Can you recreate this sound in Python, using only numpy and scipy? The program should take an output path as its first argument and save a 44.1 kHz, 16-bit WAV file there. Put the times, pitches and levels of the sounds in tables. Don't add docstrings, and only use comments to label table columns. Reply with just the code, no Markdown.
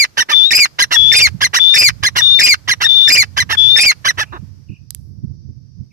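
import sys
import numpy as np
from scipy import signal
from scipy.fft import rfft, irfft, next_fast_len
from scipy.io import wavfile
from scipy.ndimage import uniform_filter1d, minimum_filter1d, map_coordinates

SR = 44100
rng = np.random.default_rng(int(sys.argv[2]) if len(sys.argv) > 2 else 0)


def digitize_waveform(pressure):
    field = np.atleast_2d(pressure).T
    bounded = np.clip(field, -1, 1)
    quanta = np.round(bounded * 32767).astype(np.int16)
    wavfile.write(sys.argv[1], SR, quanta)


N = 261072

# t/s, level/dB
WASH_LEVEL = [(0, -52), (4.25, -53.5), (4.6, -63), (5.2, -76), (5.92, -72)]
# f/Hz, relative level/dB
WASH_COLOUR = [(300, 9), (900, 1), (2000, -1), (3500, -4), (6000, -2), (9000, -12), (14000, -10.5)]
# f/Hz, relative level/dB
INSECT_COLOUR = [(1470, -66.5), (2500, -27), (3480, -24), (3640, -12.5), (4320, -18), (4480, -0.5),
                 (4750, -2), (5850, 0.5), (7160, -37.5), (14000, -29.5)]
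# t/s, relative level/dB
WIND_LEVEL = [(0.0, -39), (0.16, -59), (0.92, -46), (1.02, -29.5), (1.52, -37.5), (1.65, -55.5),
              (1.83, -32.5), (2.77, -42), (3.59, -32.5), (3.94, -46.5), (4.39, -33), (4.65, -45.5),
              (4.7, -42), (4.83, -44), (5.31, -32), (5.75, -44), (5.8, -31), (5.92, -51)]
# f/Hz, relative level/dB
RUMBLE_COLOUR = [(25, -36.5), (55, -5.5), (90, 3.5), (140, -1), (300, -24), (450, -35.5), (800, -53.5),
                 (1500, -60), (3000, -70.5), (8000, -87.5)]
# t/s, relative level/dB
WIND_BUMPS = [(1.34, -13), (4.422, -19.5), (4.694, -12.5), (4.717, -20), (5.23, -8), (5.488, -15),
              (5.807, -21.5)]
# f/Hz, relative level/dB
BUMP_COLOUR = [(40, -30.5), (100, 8.5), (190, 2.5), (330, -14.5), (700, -60), (1500, -62.0), (6000, -97)]
# f/Hz, left minus right level/dB
WIND_BALANCE = [(60, -23.5), (150, -17), (400, -10.5), (900, 0)]
# t/s, relative level/dB
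GRIT_TICKS = [(4.9061, -7.5), (4.948, -9)]
# f/Hz, relative level/dB
GRIT_COLOUR = [(410, -46), (700, -29), (756, -20), (5710, -6), (6830, 0.5), (10700, 1), (13500, -2.5),
               (14900, -23)]
# start t/s, end t/s, centre f/Hz, level/dB halfway through a warble
FAR_TRILLS = [(4.246, 4.377, 2620, -55), (4.676, 4.786, 2673, -53.5), (5.901, 5.99, 2350, -58.5)]
# f/Hz, t60/s
FIELD_DECAY = [(200, 0.53), (1000, 1), (3000, 0.15), (5000, 0.35), (12000, 0.73)]
# f/Hz, relative level/dB
FIELD_COLOUR = [(150, -4.5), (500, 16.5), (1100, 12), (2000, -5), (3200, 12), (5000, 7.5), (7000, -2),
                (9000, -6.5), (12000, -2.5)]
# f/Hz, level under the direct call/dB
SAND_SCATTER = [(1000, -15), (4500, -6), (8000, 1.5), (13000, -3.5)]
# f/Hz, left minus right level/dB
PORT_BALANCE = [(60, -13.5), (110, -5), (200, -15.5), (370, -2.5), (690, 3), (1260, -8), (2320, -7),
                (4280, 8.5), (7870, -12), (14500, -8)]
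# f/Hz, left lead/rad
PORT_PHASE = [(0, 0), (1200, -2.3), (1600, -3.7), (1800, -6.6), (2750, -7), (3250, -8.8), (4000, -9.7),
              (6000, -12.7), (7000, -15.2), (9100, -19.2), (10200, -25), (14600, -32.5)]

# start t/s, release t/s, end t/s, base f/Hz, waver f/Hz, upward step t/s, step f/Hz
WHISTLES = [(0.323, .46, .508, 3516, 29, .469, 346), (0.952, 1.137, 1.22, 3432, 4, 1.105, 136.3),
            (1.592, 1.756, 1.79, 3517, 2, 1.69, 80.3), (2.21, 2.368, 2.408, 3596, 25, 2.41, 117),
            (2.843, 2.862, 2.886, 3563, -0.5, 2.857, 203), (2.88, 3.084, 3.1, 3534, -15.5, 2.4, 30),
            (3.569, 3.777, 3.825, 3457, 6.5, 3.687, 133.3)]
# f/Hz, relative level/dB
WHISTLE_HISS = [(300, -15.5), (1700, -8.5), (2400, -11), (3000, 6), (4000, -2), (4350, -8), (5100, 2),
                (6100, -4), (6800, -11.5), (9000, -20), (14000, -31.5)]

# start t/s, end t/s, top f/Hz, relative level/dB, half-pitch undertone level/dB
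CLUCKS = [(.168, .236, 1950, -12.5, -13.5), (.784, .852, 2079, -11.5, -31),
          (1.405, 1.478, 2130, -12.5, -28.5), (2.025, 2.098, 2112, -13, -30.5),
          (2.674, 2.748, 2093, -13.5, -23.5), (3.363, 3.437, 2052, -13.5, -20.5),
          (4.043, 4.12, 2046, -13.5, -26.5)]
GRUNTS = [(.286, .345, 1252, -14, -11), (.907, .972, 1961, -10, -9.5), (1.531, 1.597, 2022, -9.5, -22),
          (2.153, 2.218, 2004, -10, -9.5), (2.803, 2.876, 1919, -11.5, -19), (3.491, 3.56, 1876, -13, -5.5),
          (4.173, 4.243, 1797, -14.5, -3.5)]
RASPS = [(-.107, .06, 2486, -11, -27.5), (.505, .669, 2515, -10, -46.5), (1.116, 1.288, 2496, -9.5, -51),
         (1.738, 1.906, 2503, -8, -40), (2.388, 2.556, 2496, -9.5, -35.5), (3.074, 3.246, 2483, -10, -39.5),
         (3.758, 3.931, 2489, -10, -33.5)]
CREAK = [(4.323, 4.381, 370.1, -28, -15)]
# f/Hz, relative level/dB
HALF_OPEN_BEAK = [(300, -7), (650, -16.5), (950, -4.5), (1250, -5.5), (1550, 3.5), (2100, -2),
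                  (2500, -10.5), (3000, 3), (3550, -7), (4100, -2), (4750, -10), (5750, 1), (6700, -21),
                  (8600, -42), (10000, -13.5), (14500, -36.5)]
# f/Hz, relative level/dB
OPEN_BEAK = [(300, -30), (750, -23), (1400, 4), (1800, -0.5), (2300, 3), (3300, -6), (4200, -0.5),
             (5300, 1.5), (6500, -12.5), (7400, -15.5), (8400, -36.5), (9900, -19), (12300, -25.5),
             (14500, -30.5)]
# f/Hz, relative level/dB
SHUT_BEAK = [(220, -23), (370, 4.5), (560, -10), (1050, 5), (1600, 1.5), (2200, -21), (2700, -11.5),
             (3200, -27), (3800, -11), (4500, -40), (12000, -38)]
# f/Hz, relative level/dB
AIR_COLOUR = [(250, -22), (900, -9.5), (2000, -3.5), (5800, 18), (6700, -8.5), (7900, 10), (8600, -22),
              (9700, 0.5), (12300, 10), (14500, -19)]
# from/share of note, to/share of note,
# pitch before the sag/top pitch, added level/dB, roughness/0-1
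CLUCK_LOCKS = [(.15, .26, .5, 2, .36), (.3, .46, .78, 3.5, .17), (.54, .84, 0.99, 4, .05)]
GRUNT_LOCKS = [(.35, .49, .71, 0.045, 0.19), (.55, .85, 0.97, 0.86, .09)]
RASP_LOCKS = [(.055, .125, .72, 6.3, .16), (.275, .425, 0.99, 11, .03), (.595, .895, 0.97, 5.5, 0.022)]
CLUCK_ARCH = (.22, .6, .14, 2.2, .85, .15)
GRUNT_ARCH = (.15, .6, .11, 2.4, .86, .18)
RASP_ARCH = (.95, .62, .165, 1.3, .895, .22)
CREAK_ARCH = (.63, .35, .38, 1.8, .88, .88)

GUSTINESS_DB, BUMP_ATTACK_S = 2.5, .006
TRILL_FLUTTER_DB = 4
TOP_HZ = 14450
WHISTLE_DB, WHISTLE_EDGE_S, WHISTLE_FADE_DB_PER_S = -4, 0.014, 259
WHISTLE_TAIL_DB = -7.5
SCOOP_HZ, SCOOP_S, CLIMB_HZ_PER_S = 64, 0.018, 67
WAVER_S, STEP_S = 0.084, .02
RIGHT_DB, RIGHT_AT_HZ, RIGHT_DB_PER_HZ = -15, 3509, 0.02
LOCK_EDGE = .035
NOTE_SPREAD = 0.011
AIR_WITH_CHAOS_DB = 6.5
CHAOS_NOISE = .25


def amp(db):
    return 10 ** (np.asarray(db) / 20)


def unit(x):
    return x / np.sqrt(np.mean(x ** 2) + 1e-20)


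def along(points, hz):
    f, v = np.transpose(points)
    return np.interp(np.log(hz + 1), np.log(f + 1), v)


def curves(rows, at):
    s, *cols = np.transpose(rows)
    return [np.interp(at, np.sort(s), c) for c in cols]


def wobble(rate, size):
    knots = rng.standard_normal(int(size * rate / SR) + 4)
    return map_coordinates(knots, [np.arange(size) * rate / SR])


def filtered(x, response):
    size = x.shape[-1]
    m = next_fast_len(size + 4096)
    return irfft(rfft(x, m) * response(np.fft.rfftfreq(m, 1 / SR)), m)[..., :size]


def noise(spectrum, shape):
    return unit(filtered(rng.standard_normal(shape), lambda hz: amp(along(spectrum, hz))))


def add(track, s, x):
    i = round(s * SR)
    a, b = max(i, 0), min(i + x.shape[-1], N)
    track[..., a:b] += x[..., a - i:b - i]


def panned(db):
    g = np.array([amp(db / 2), amp(-db / 2)])
    return g / np.sqrt(np.mean(g ** 2, axis=0))


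def wash():
    db = curves(WASH_LEVEL, np.arange(N) / SR)[0]
    return amp(db + 1.2 * wobble(37, N)) * noise(WASH_COLOUR, (2, N))


def insects(db=-65):
    return amp(db + .8 * wobble(7.4, N)) * noise(INSECT_COLOUR, (2, N))


def wind(bump_t60=0.062):
    db = curves(WIND_LEVEL, np.arange(N) / SR)[0]
    out = amp(db + 2.5 + GUSTINESS_DB * wobble(22, N)) * noise(RUMBLE_COLOUR, (2, N))
    t = np.arange(SR // 6) / SR
    bump_envelope = (1 - np.exp(-(t / BUMP_ATTACK_S) ** 2)) * amp(-60 * t / bump_t60)
    for s, bump_db in WIND_BUMPS:
        push = noise(BUMP_COLOUR, (2, len(t)))
        add(out, s, amp(bump_db + 4.0) * push * bump_envelope)
    return filtered(out, lambda hz: panned(along(WIND_BALANCE, hz)))


def far_bird(trill_hz=39, swing_hz=230):
    out = np.zeros(N)
    for start, end, centre_hz, db in FAR_TRILLS:
        t = np.arange(int((end - start) * SR)) / SR
        beat = np.sin(2 * np.pi * trill_hz * t + .5 * wobble(30, len(t)))
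        hz = centre_hz + swing_hz * beat + 40 * wobble(533, len(t))
        tone = np.sin(2 * np.pi * np.cumsum(hz) / SR)
        add(out, start, amp(db - TRILL_FLUTTER_DB * beat) * tone * signal.windows.tukey(len(t), .3))
    return np.array([out, out])


def grit(t60=0.0063):
    out = np.zeros((2, N))
    t = np.arange(SR // 20) / SR
    for s, db in GRIT_TICKS:
        tick = noise(GRIT_COLOUR, (2, len(t))) * amp(-60 * t / t60)
        add(out, s, amp(db - 2) * tick / np.abs(tick).max(axis=1, keepdims=True))
    return out * panned(-23)[:, None]


def field(x):
    hz, t, z = signal.stft(rng.standard_normal((2, SR)), SR, nperseg=256)
    z = z * amp(along(FIELD_COLOUR, hz)[:, None] - 60 * t / along(FIELD_DECAY, hz)[:, None])
    tail = signal.istft(z, SR, nperseg=256)[1]
    return signal.fftconvolve(x, tail / np.linalg.norm(tail[0]), axes=1)[:, :N]


def ground(x, t60=0.037):
    t = np.arange(SR // 16) / SR
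    scatter = rng.standard_normal((2, 2, len(t))) * amp(-60 * t / t60)
    scatter = scatter / np.linalg.norm(scatter, axis=2, keepdims=True)
    one, other = signal.fftconvolve(x[None], scatter, axes=2)[..., :N]
    turn = 2 * wobble(2.4, N)
    drifting = np.cos(turn) * one + np.sin(turn) * other
    return x + filtered(drifting, lambda hz: amp(along(SAND_SCATTER, hz)))


def at_ports(x):
    def response(hz):
        lead = curves(PORT_PHASE, hz)[0]
        return panned(along(PORT_BALANCE, hz)) * np.exp(1j * lead * np.array([[1], [0]]))
    return filtered(x, response)


def whistles(lag_s=0.00037, hiss_db=-26):
    out = np.zeros((2, N))
    for start, release, end, base_hz, waver_hz, step_s, step_hz in WHISTLES:
        t = np.arange(int((end - start) * SR)) / SR
        hz = base_hz + CLIMB_HZ_PER_S * t - SCOOP_HZ * np.exp(-t / SCOOP_S)
        hz = hz - waver_hz * np.cos(2 * np.pi * t / WAVER_S)
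        hz = hz + step_hz * (1 + np.tanh((start + t - step_s) / STEP_S)) / 2
        right_db = np.minimum(RIGHT_DB + RIGHT_DB_PER_HZ * (hz - RIGHT_AT_HZ), 0)
        hz = hz * (1 + 0.0055 * wobble(360, len(t)))
        phase = 2 * np.pi * (np.cumsum(hz) / SR - hz * np.array([[lag_s], [0]]))
        flutter_db = .25 * wobble(190, len(t)) + 0.48 * wobble(35, len(t))
        tone = np.sqrt(2) * np.sin(phase) * amp(right_db * np.array([[0], [1]]) + flutter_db)
        hiss = amp(hiss_db) * noise(WHISTLE_HISS, (2, len(t))) * panned(4.4)[:, None]
        fade_db = np.maximum(-WHISTLE_FADE_DB_PER_S * np.maximum(start + t - release, 0), WHISTLE_TAIL_DB)
        gate = np.clip(np.minimum(t, t[-1] - t) / WHISTLE_EDGE_S, 0, 1)
        add(out, start, gate * amp(WHISTLE_DB + fade_db) * (tone + hiss))
    return out


def note_shape(locks, start_ratio, peak, sag, bend, release, end_ratio,
               attack, attack_db, sag_db, release_db, rough):
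    u = np.linspace(0, 1, 400)
    ratio = np.interp(u, [0, peak], [start_ratio, 1])
    sagging = np.interp(u, [peak, release], [0, 1])
    collapse = np.interp(u, [min(release, .98), 1], [0, 1])
    db = attack_db * np.exp(-u / attack) + sag_db * sagging + release_db * collapse
    for begin, end, lock_ratio, lock_db, lock_rough in locks:
        inside = np.minimum(u - begin, end - u) / LOCK_EDGE
        locked = np.clip(inside + .5, 0, 1)
        pitch_locked = np.clip(2 * inside + 2, 0, 1)
        ratio = ratio + pitch_locked * (lock_ratio - ratio)
        rough = rough + locked * (lock_rough - rough)
        db = db + locked * lock_db
    ratio = ratio * (1 - sag * sagging ** bend) * end_ratio ** collapse
    return np.transpose(np.broadcast_arrays(u, ratio, db, rough))


def octaves_above(hz):
    return np.log2(np.maximum(hz / 2200, 1))


def notes(table, shape, tract, jitter, jitter_rate, flutter_db, rasp, air_db, tilt_db, dull):
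    out = np.zeros(N)
    for start, end, top_hz, db, under_db in table:
        size = int((end - start) * SR)
        u = np.linspace(0, 1, size)
        shift = NOTE_SPREAD * rng.standard_normal() * np.sin(np.pi * u) ** 2
        ratio, level_db, rough = curves(shape, u + shift)
        chaotic = np.clip(rough - .08, 0, 1)
        hz = top_hz * np.abs(ratio) * np.exp(jitter * chaotic * wobble(jitter_rate, size))
        phase = 2 * np.pi * np.cumsum(hz) / SR

        effort_db = db + level_db + 8.5
        slope_db = dull * np.maximum(effort_db, -12) + tilt_db * rough

        k = np.arange(1, 41)[:, None] / 2
        partial_hz = k * hz
        partial_db = along(tract, partial_hz) + slope_db * octaves_above(partial_hz) + (k % 1 > 0) * under_db
        gain = amp(partial_db) * (partial_hz < TOP_HZ)
        gain = gain / np.sqrt(np.sum(gain ** 2, axis=0) / 2)
        tone = np.sum(gain * np.sin(k * phase + rng.uniform(0, 2 * np.pi, k.shape)), axis=0)
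        tone = tone * amp(flutter_db * rough * wobble(700, size))

        gate = 1 + np.cos(phase)
        noise_share = np.clip(rasp * rough ** 2, 0, 1)
        chaos_colour = [(f, g + slope_db.mean() * octaves_above(f)) for f, g in tract]
        chaos = np.sqrt(noise_share) * noise(chaos_colour, size)
        air = amp(air_db + dull * effort_db + AIR_WITH_CHAOS_DB * rough) * noise(AIR_COLOUR, size)
        voice = np.sqrt(1 - noise_share) * tone + gate * (chaos + air)
        add(out, start, amp(db + level_db) * voice)
    return out


def harsh_calls():
    cluck = note_shape(CLUCK_LOCKS, *CLUCK_ARCH, attack=0.047, attack_db=-33.5, sag_db=-3.5,
                       release_db=-24, rough=.52)
    grunt = note_shape(GRUNT_LOCKS, *GRUNT_ARCH, attack=0.092, attack_db=-23, sag_db=-5.5,
                       release_db=-17.5, rough=.58)
    rasp = note_shape(RASP_LOCKS, *RASP_ARCH, attack=.025, attack_db=-13.5, sag_db=-3.5,
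                      release_db=-17, rough=0.58)
    creaking = note_shape([], *CREAK_ARCH, attack=.04, attack_db=-10.5, sag_db=-4.0,
                          release_db=-8, rough=0.073)
    clucks = notes(CLUCKS, cluck, HALF_OPEN_BEAK, jitter=0.3, jitter_rate=800, flutter_db=6.0,
                   rasp=0.18, air_db=-21, tilt_db=0.5, dull=1.0)
    grunts = notes(GRUNTS, grunt, HALF_OPEN_BEAK, jitter=0.23, jitter_rate=1000, flutter_db=3,
                   rasp=0.027, air_db=-15.0, tilt_db=-3.5, dull=1.0)
    rasps = notes(RASPS, rasp, OPEN_BEAK, jitter=0.2, jitter_rate=440, flutter_db=10.5,
                  rasp=CHAOS_NOISE, air_db=-22, tilt_db=-4.0, dull=0.75)
    creak = notes(CREAK, creaking, SHUT_BEAK, jitter=0.07, jitter_rate=1100, flutter_db=17.0,
                  rasp=0.28, air_db=-37, tilt_db=-4.0, dull=0.107)
    return ground(at_ports(clucks + grunts + rasps + creak))


def scene():
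    voice, whistle, far, ticks = harsh_calls(), whistles(), far_bird(), grit()
    echo = field(amp(-40.5) * voice + amp(-45.5) * whistle + far + amp(-21.0) * ticks)
    return voice + whistle + far + ticks + echo + wash() + wind() + insects()


def record(dry, ceiling=1.0):
    need = np.minimum(1, ceiling / (np.abs(dry) + 1e-9))
    held = minimum_filter1d(need, size=130, axis=1)
    gain = uniform_filter1d(held, size=130, axis=1)
    return filtered(dry * gain, lambda hz: 1 / np.sqrt(1 + (hz / TOP_HZ) ** 120))


dry = scene()
out = record(dry)
digitize_waveform(out)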